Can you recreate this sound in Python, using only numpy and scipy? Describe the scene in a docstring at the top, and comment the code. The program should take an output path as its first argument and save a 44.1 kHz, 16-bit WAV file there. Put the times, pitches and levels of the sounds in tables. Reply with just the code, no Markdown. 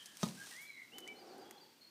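"""A horse's hind hoof lands with one low thump by a wooden fence in a field: the impact excites
damped modes, heard as a crack, a knock and a hollow ring. Tail and grass rustle by friction, and
snapping stalks give sharp ticks. A soft, low rush follows, probably the horse blowing out: turbulence
filtered by airway resonances. One songbird whistles a phrase in gliding, nearly pure tones, and
smaller birds twitter farther off, blurred by reflections, over the steady noise of open air."""
import sys
import numpy as np
from scipy import signal
from scipy.io import wavfile
from scipy.ndimage import uniform_filter1d

SR = 44100
rng = np.random.default_rng(int(sys.argv[2]) if len(sys.argv) > 2 else 0)


def generate_wav(signal):
    """Clip the signal to [-1, 1] and save it as 16-bit WAV at the path in sys.argv[1]."""
    frames = np.transpose(np.atleast_2d(signal))
    scaled = np.clip(frames, -1, 1) * 32767
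    pcm = np.round(scaled).astype(np.int16)
    wavfile.write(sys.argv[1], SR, pcm)


N = 83790
T = np.arange(N) / SR

# spectrum of the open air: f/Hz, relative level/dB
AIR_SPECTRUM = [(40, -29.5), (120, -5), (280, 3), (500, -6.5), (1000, -8.5), (2000, -7.5), (4500, -8.5),
                (6500, -14), (10000, -22.5), (13000, -14), (15500, -17)]
# buzzy notes and far twitter: t/s, duration/s, first f/Hz, last f/Hz, level/dB, trill depth (0-1)
FAR_CHIRPS = [(-0.02, 0.06, 3133, 3015, -58, 0.8), (0.062, 0.045, 3230, 3270, -68.5, 0.8),
              (-0.02, 0.19, 1767, 1636, -70, 1), (0.526, 0.14, 3300, 3400, -71, 0.13),
              (0.668, 0.111, 4120, 3907, -66.5, 0.3), (1.154, 0.037, 4140, 4380, -64.5, .1),
              (1.186, 0.048, 4980, 4480, -65, 0.12), (1.265, 0.02, 5970, 4870, -68.5, 0.27),
              (1.283, 0.06, 4650, 4200, -68.5, 0.66), (1.392, 0.048, 4950, 4610, -67, 0.1),
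              (1.444, 0.172, 3280, 3363, -70, 0.44), (1.575, 0.017, 4170, 4240, -61, 0.28),
              (1.604, 0.048, 4740, 4530, -64, 0), (1.807, 0.033, 4250, 4267, -62.5, 0.46),
              (1.843, 0.017, 4260, 4340, -59.5, 0.2), (1.864, 0.023, 4340, 4290, -62, 0.05)]
# the near bird's whistles, one contour each: t/s, f/Hz, level/dB
WHISTLE_CONTOURS = [
    [(0.365, 1480, -67), (0.388, 1615, -57.5), (0.415, 1604, -51), (0.46, 1665, -65)],
    [(0.505, 2020, -62), (0.542, 1817, -57.5), (0.6, 2187, -53.5), (0.675, 2328, -61), (0.705, 2265, -53.5),
     (0.735, 2164, -63.5), (0.8, 2065, -53.5), (0.86, 2068, -60.5)],
    [(0.915, 2636, -65), (0.945, 3012, -57.5), (0.97, 3034, -53.5), (1.0, 2997, -62), (1.057, 2998, -53.5),
     (1.113, 3010, -66)],
    [(1.06, 1800, -60), (1.083, 2315, -58), (1.1, 2327, -51.5), (1.138, 2280, -60)],
]
# envelope of the tail and grass rustle: t/s, level/dB
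RUSTLE_ENVELOPE = [(0.08, -62), (0.135, -63.5), (0.18, -61), (0.235, -47.5), (0.33, -58.5), (0.44, -56),
                   (0.51, -54.5), (0.63, -61.5), (0.72, -68.5), (0.83, -69), (1.9, -77)]
# spectrum of the rustle: f/Hz, relative level/dB
RUSTLE_SPECTRUM = [(60, -53), (400, -7), (1100, -4), (2500, -3.5), (4000, -1), (6000, -1), (7200, -4),
                   (9000, -1.5), (11000, -10), (15500, -13.5)]
# snapping stalks and small ticks: t/s, relative level/dB, T60/s, lower f/Hz, upper f/Hz
SNAPS = [(0.0586, -41.5, 0.047, 3530, 9700), (0.171, -40.5, 0.02, 2940, 10300),
         (0.2346, -34, 0.028, 1880, 6060), (0.2869, -36, 0.021, 3070, 6360),
         (0.47, -45.5, 0.027, 900, 9000), (0.511, -45, 0.025, 2500, 11000), (0.565, -45, 0.031, 2500, 8000),
         (0.616, -53.5, 0.27, 6200, 14800), (0.9836, -42, 0.042, 1300, 13600),
         (1.004, -52.5, 0.039, 3500, 12000), (1.0768, -43, 0.035, 2380, 8750),
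         (1.382, -55, 0.018, 5060, 13800), (1.5103, -44.5, 0.02, 1200, 11900)]
# filter common to all snaps: f/Hz, relative level/dB
SNAP_SPECTRUM = [(300, 8), (1500, 6), (2500, 2), (4000, -2.5), (6300, 4), (7600, -0.5), (10500, 2),
                 (16000, 3.5)]
# envelope of the horse's blow: t/s, level/dB
BLOW_ENVELOPE = [(0.88, -79), (0.94, -58.5), (1.03, -58.5), (1.16, -60), (1.3, -56.5), (1.44, -57),
                 (1.53, -62.5), (1.62, -66), (1.85, -83)]
# airway resonances: f/Hz, bandwidth/Hz, relative level/dB
AIRWAY_RESONANCES = [(252.8, 100, -7), (367.7, 77, -2.5), (485, 160, -5), (759, 135, -0.5), (1201, 900, -6),
                     (3904, 4700, -10)]
# hard contacts of the hoof: t/s, level/dB
HOOF_CONTACTS = [(0.2317, -35), (0.2364, -41), (0.266, -52.5)]
# modes excited by each contact: f/Hz, relative level/dB, T60/s
CONTACT_MODES = [(401, -2, 0.027), (650, -3, 0.022), (1030, -6, 0.021), (1235, -3, 0.063),
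                 (3770, -5, 0.053), (5980, -10, 0.042)]
# spectrum of each contact's dry crack: f/Hz, relative level/dB
CRACK_SPECTRUM = [(60, -10), (500, 5.5), (1300, -4), (2600, -14), (3700, -8), (6300, -4), (8000, -37),
                  (15000, -24)]
# weight of the hoof landing and settling: t/s, peak level/dB, f/Hz
HOOF_THUDS = [(0.2309, -26, 197), (0.262, -38, 192), (0.285, -42, 207)]
# modes of the hollow ring after the landing: f/Hz, relative level/dB, T60/s
HOLLOW_MODES = [(182, -33, 0.33), (215.5, -37.5, 0.36), (141, -46, 0.48)]
# the thump scattering over the ground: lower f/Hz, upper f/Hz, level/dB, T60/s
GROUND_SCATTER = [(390, 990, -49, 0.37), (93, 360, -55, 0.98)]


def amp(db):
    """Amplitude ratio of a level in decibels."""
    return 10 ** (np.asarray(db) / 20)


def unit_rms(x):
    """Normalisation to unit mean power."""
    return x / np.sqrt(np.mean(x ** 2) + 1e-20)


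def envelope(points):
    """Amplitude from levels interpolated linearly in decibels."""
    return amp(np.interp(T, *np.transpose(points)))


def colour(x, spectrum):
    """Minimum-phase filtering at unit energy: being causal, it puts no sound ahead of an attack."""
    hz, db = np.transpose(spectrum)
    bin_hz = abs(np.fft.fftfreq(4096, 1 / SR))
    log_gain = np.log(amp(np.interp(np.log(bin_hz + 1), np.log(hz), db)))
    response = np.exp(np.conj(signal.hilbert(log_gain)))
    taps = np.fft.ifft(response).real[:2048]
    return signal.fftconvolve(x, taps / np.linalg.norm(taps))[:len(x)]


def band(x, low_hz, top_hz, order=2):
    """Band-pass filtering between two edge frequencies."""
    edges = np.clip([low_hz, top_hz], 10, SR / 2 - 1)
    return signal.sosfilt(signal.butter(order, edges, "band", fs=SR, output="sos"), x)


def noise():
    """White noise: equal power per unit bandwidth."""
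    return rng.standard_normal(N)


def since(start):
    """Elapsed time in seconds, zero before start."""
    return np.maximum(T - start, 0)


def decay(start, t60):
    """Exponential damping after a sudden onset: 60 dB in t60 seconds."""
    return (T >= start) * np.exp(-np.log(1000) * since(start) / t60)


def ring(start, modes):
    """Free vibration after a blow: a superposition of damped sinusoids."""
    return sum(amp(db) * decay(start, t60) * np.sin(2 * np.pi * hz * since(start))
               for hz, db, t60 in modes)


def resonance(hz, width_hz):
    """A randomly driven resonator yields narrow-band noise about its centre frequency."""
    lowpass = signal.butter(2, width_hz / 2, fs=SR, output="sos")
    baseband = signal.sosfilt(lowpass, noise() + 1j * noise())
    cycles = np.cumsum(hz * np.ones(N)) / SR
    return unit_rms((baseband * np.exp(2j * np.pi * cycles)).real)


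def field_echo(x, t60, reflections_per_s=2000):
    """Reverberation: walls and trees return sparse, decaying reflections."""
    taps = noise() * (rng.random(N) < reflections_per_s / SR) * decay(.006, t60)
    return signal.fftconvolve(x, taps / np.linalg.norm(taps))[:N]


def open_air(level_db=-68):
    """Ambient sound: stationary broadband noise, strongest at low frequencies."""
    return amp(level_db) * colour(noise(), AIR_SPECTRUM)


def bird_note(start, end, hz, db, trill_depth, trill_hz=99.4, ramp_s=.007):
    """A wavering tone; a trill modulates its frequency and amplitude, and the sidebands make a buzz."""
    waver, rate_jitter = (unit_rms(uniform_filter1d(noise(), size=300)) for _ in range(2))
    trill_cycles = np.cumsum(trill_hz * (1 + 0.236 * rate_jitter)) / SR
    trill = trill_depth * np.sin(2 * np.pi * trill_cycles)
    gate = np.clip(np.minimum(T - start, end - T) / ramp_s, 0, 1)
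    cycles = np.cumsum(hz * (1 + 0.0031 * waver + 0.063 * trill)) / SR
    return np.sqrt(2) * amp(db) * gate * (1 + 0.33 * trill) * np.sin(2 * np.pi * cycles)


def far_birds():
    """Short frequency sweeps; at a distance the reflected sound nearly equals the direct sound."""
    direct = np.zeros(N)
    for start, duration, first_hz, last_hz, db, trill_depth in FAR_CHIRPS:
        end = start + duration
        sweep_hz = np.interp(T, [start, end], [first_hz, last_hz])
        direct += bird_note(start, end, sweep_hz, db, trill_depth)
    return direct + amp(-3) * field_echo(direct, t60=.75)


def near_bird(buzz_after_s=.2, buzz_rise_s=0.057, flutter_db=2.6):
    """Gliding tones whose level fluctuates in propagation through air; a long one ends in a buzz."""
    direct = np.zeros(N)
    for contour in WHISTLE_CONTOURS:
        times, hz, db = np.transpose(contour)
        buzz = 0.87 * np.minimum(since(times[0] + buzz_after_s) / buzz_rise_s, 1)
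        direct += bird_note(times[0], times[-1], np.interp(T, times, hz), np.interp(T, times, db), buzz)
    direct *= amp(flutter_db * unit_rms(band(noise(), 8, 105)))
    return direct + amp(-10) * field_echo(direct, t60=1.1)


def rustle(flicker_db=1.6):
    """Friction noise of tail hair and grass blades, modulated in amplitude as tufts catch."""
    flicker = amp(flicker_db * unit_rms(band(noise(), 33, 235)))
    hiss = unit_rms(flicker * noise())
    return envelope(RUSTLE_ENVELOPE) * colour(hiss, RUSTLE_SPECTRUM)


def stalk_snaps(spike_over_spray_db=17):
    """Sudden fracture radiates an impulse followed by a bright, decaying spray of noise."""
    snaps = np.zeros(N)
    for start, db, t60, low_hz, top_hz in SNAPS:
        burst = noise() * decay(start, t60)
        burst[round(start * SR)] = amp(spike_over_spray_db)
        snaps += amp(db) * band(burst, low_hz, top_hz)
    return colour(snaps, SNAP_SPECTRUM)


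def horse_blow(swell_peak_s=1.55, swell_db_per_s=11.5, upper_above_hz=600):
    """Turbulence drives airway resonances: the low ones slide up at first, the upper swell and climb."""
    onset = BLOW_ENVELOPE[0][0]
    swell = amp(-swell_db_per_s * abs(T - swell_peak_s))
    early_slide = 1 - .4 * np.exp(-since(onset) / .07)
    late_climb = 1 + 0.47 * since(1.38)
    breath = np.zeros(N)
    for hz, width_hz, db in AIRWAY_RESONANCES:
        if hz > upper_above_hz:
            breath += amp(db) * swell * resonance(hz * late_climb, width_hz)
        else:
            breath += amp(db) * resonance(hz * early_slide, width_hz)
    return envelope(BLOW_ENVELOPE) * unit_rms(breath)


def hoof(crack_gain_db=22.5, thud_peak_s=.008, thud_shape=2.2, hollow_rise_s=0.06):
    """Impact: brief contacts excite a crack and a knock, the slower loading a low thud that rings on."""
    landing = HOOF_THUDS[0][0]
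    impulses, knocks, thuds = np.zeros((3, N))
    for start, db in HOOF_CONTACTS:
        impulses[round(start * SR)] = amp(db + crack_gain_db)
        knocks += amp(db) * ring(start, CONTACT_MODES)
    cracks = colour(impulses, CRACK_SPECTRUM)
    for start, db, hz in HOOF_THUDS:
        age = since(start) / thud_peak_s
        pulse = age ** thud_shape * np.exp(thud_shape * (1 - age ** 2) / 2)  # peaks at 1 when age is 1
        thuds += amp(db) * pulse * np.sin(2 * np.pi * hz * since(start))
    hollow = ring(landing, HOLLOW_MODES) * (1 - np.exp(-since(landing) / hollow_rise_s))
    scatter = sum(amp(db) * decay(landing, t60) * unit_rms(band(noise(), low_hz, top_hz, order=3))
                  for low_hz, top_hz, db, t60 in GROUND_SCATTER)
    return cracks + knocks + thuds + hollow + scatter


def scene():
    """Superposition: the pressures of air, horse and birds add in one channel."""
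    air = open_air()
    horse = hoof() + stalk_snaps() + rustle() + horse_blow()
    birds = near_bird() + far_birds()
    return (air + horse + birds)[None]


def record(dry, bass_cut_hz=80, band_limit_hz=15550):
    """The microphone acts as a band-pass system, cutting deep bass and the highest treble."""
    highpass = signal.butter(2, bass_cut_hz, "high", fs=SR, output="sos")
    lowpass = signal.firwin(511, band_limit_hz, window=("kaiser", 9), fs=SR)
    return signal.oaconvolve(signal.sosfilt(highpass, dry), lowpass[None], "same")


dry = scene()
out = record(dry)
generate_wav(out)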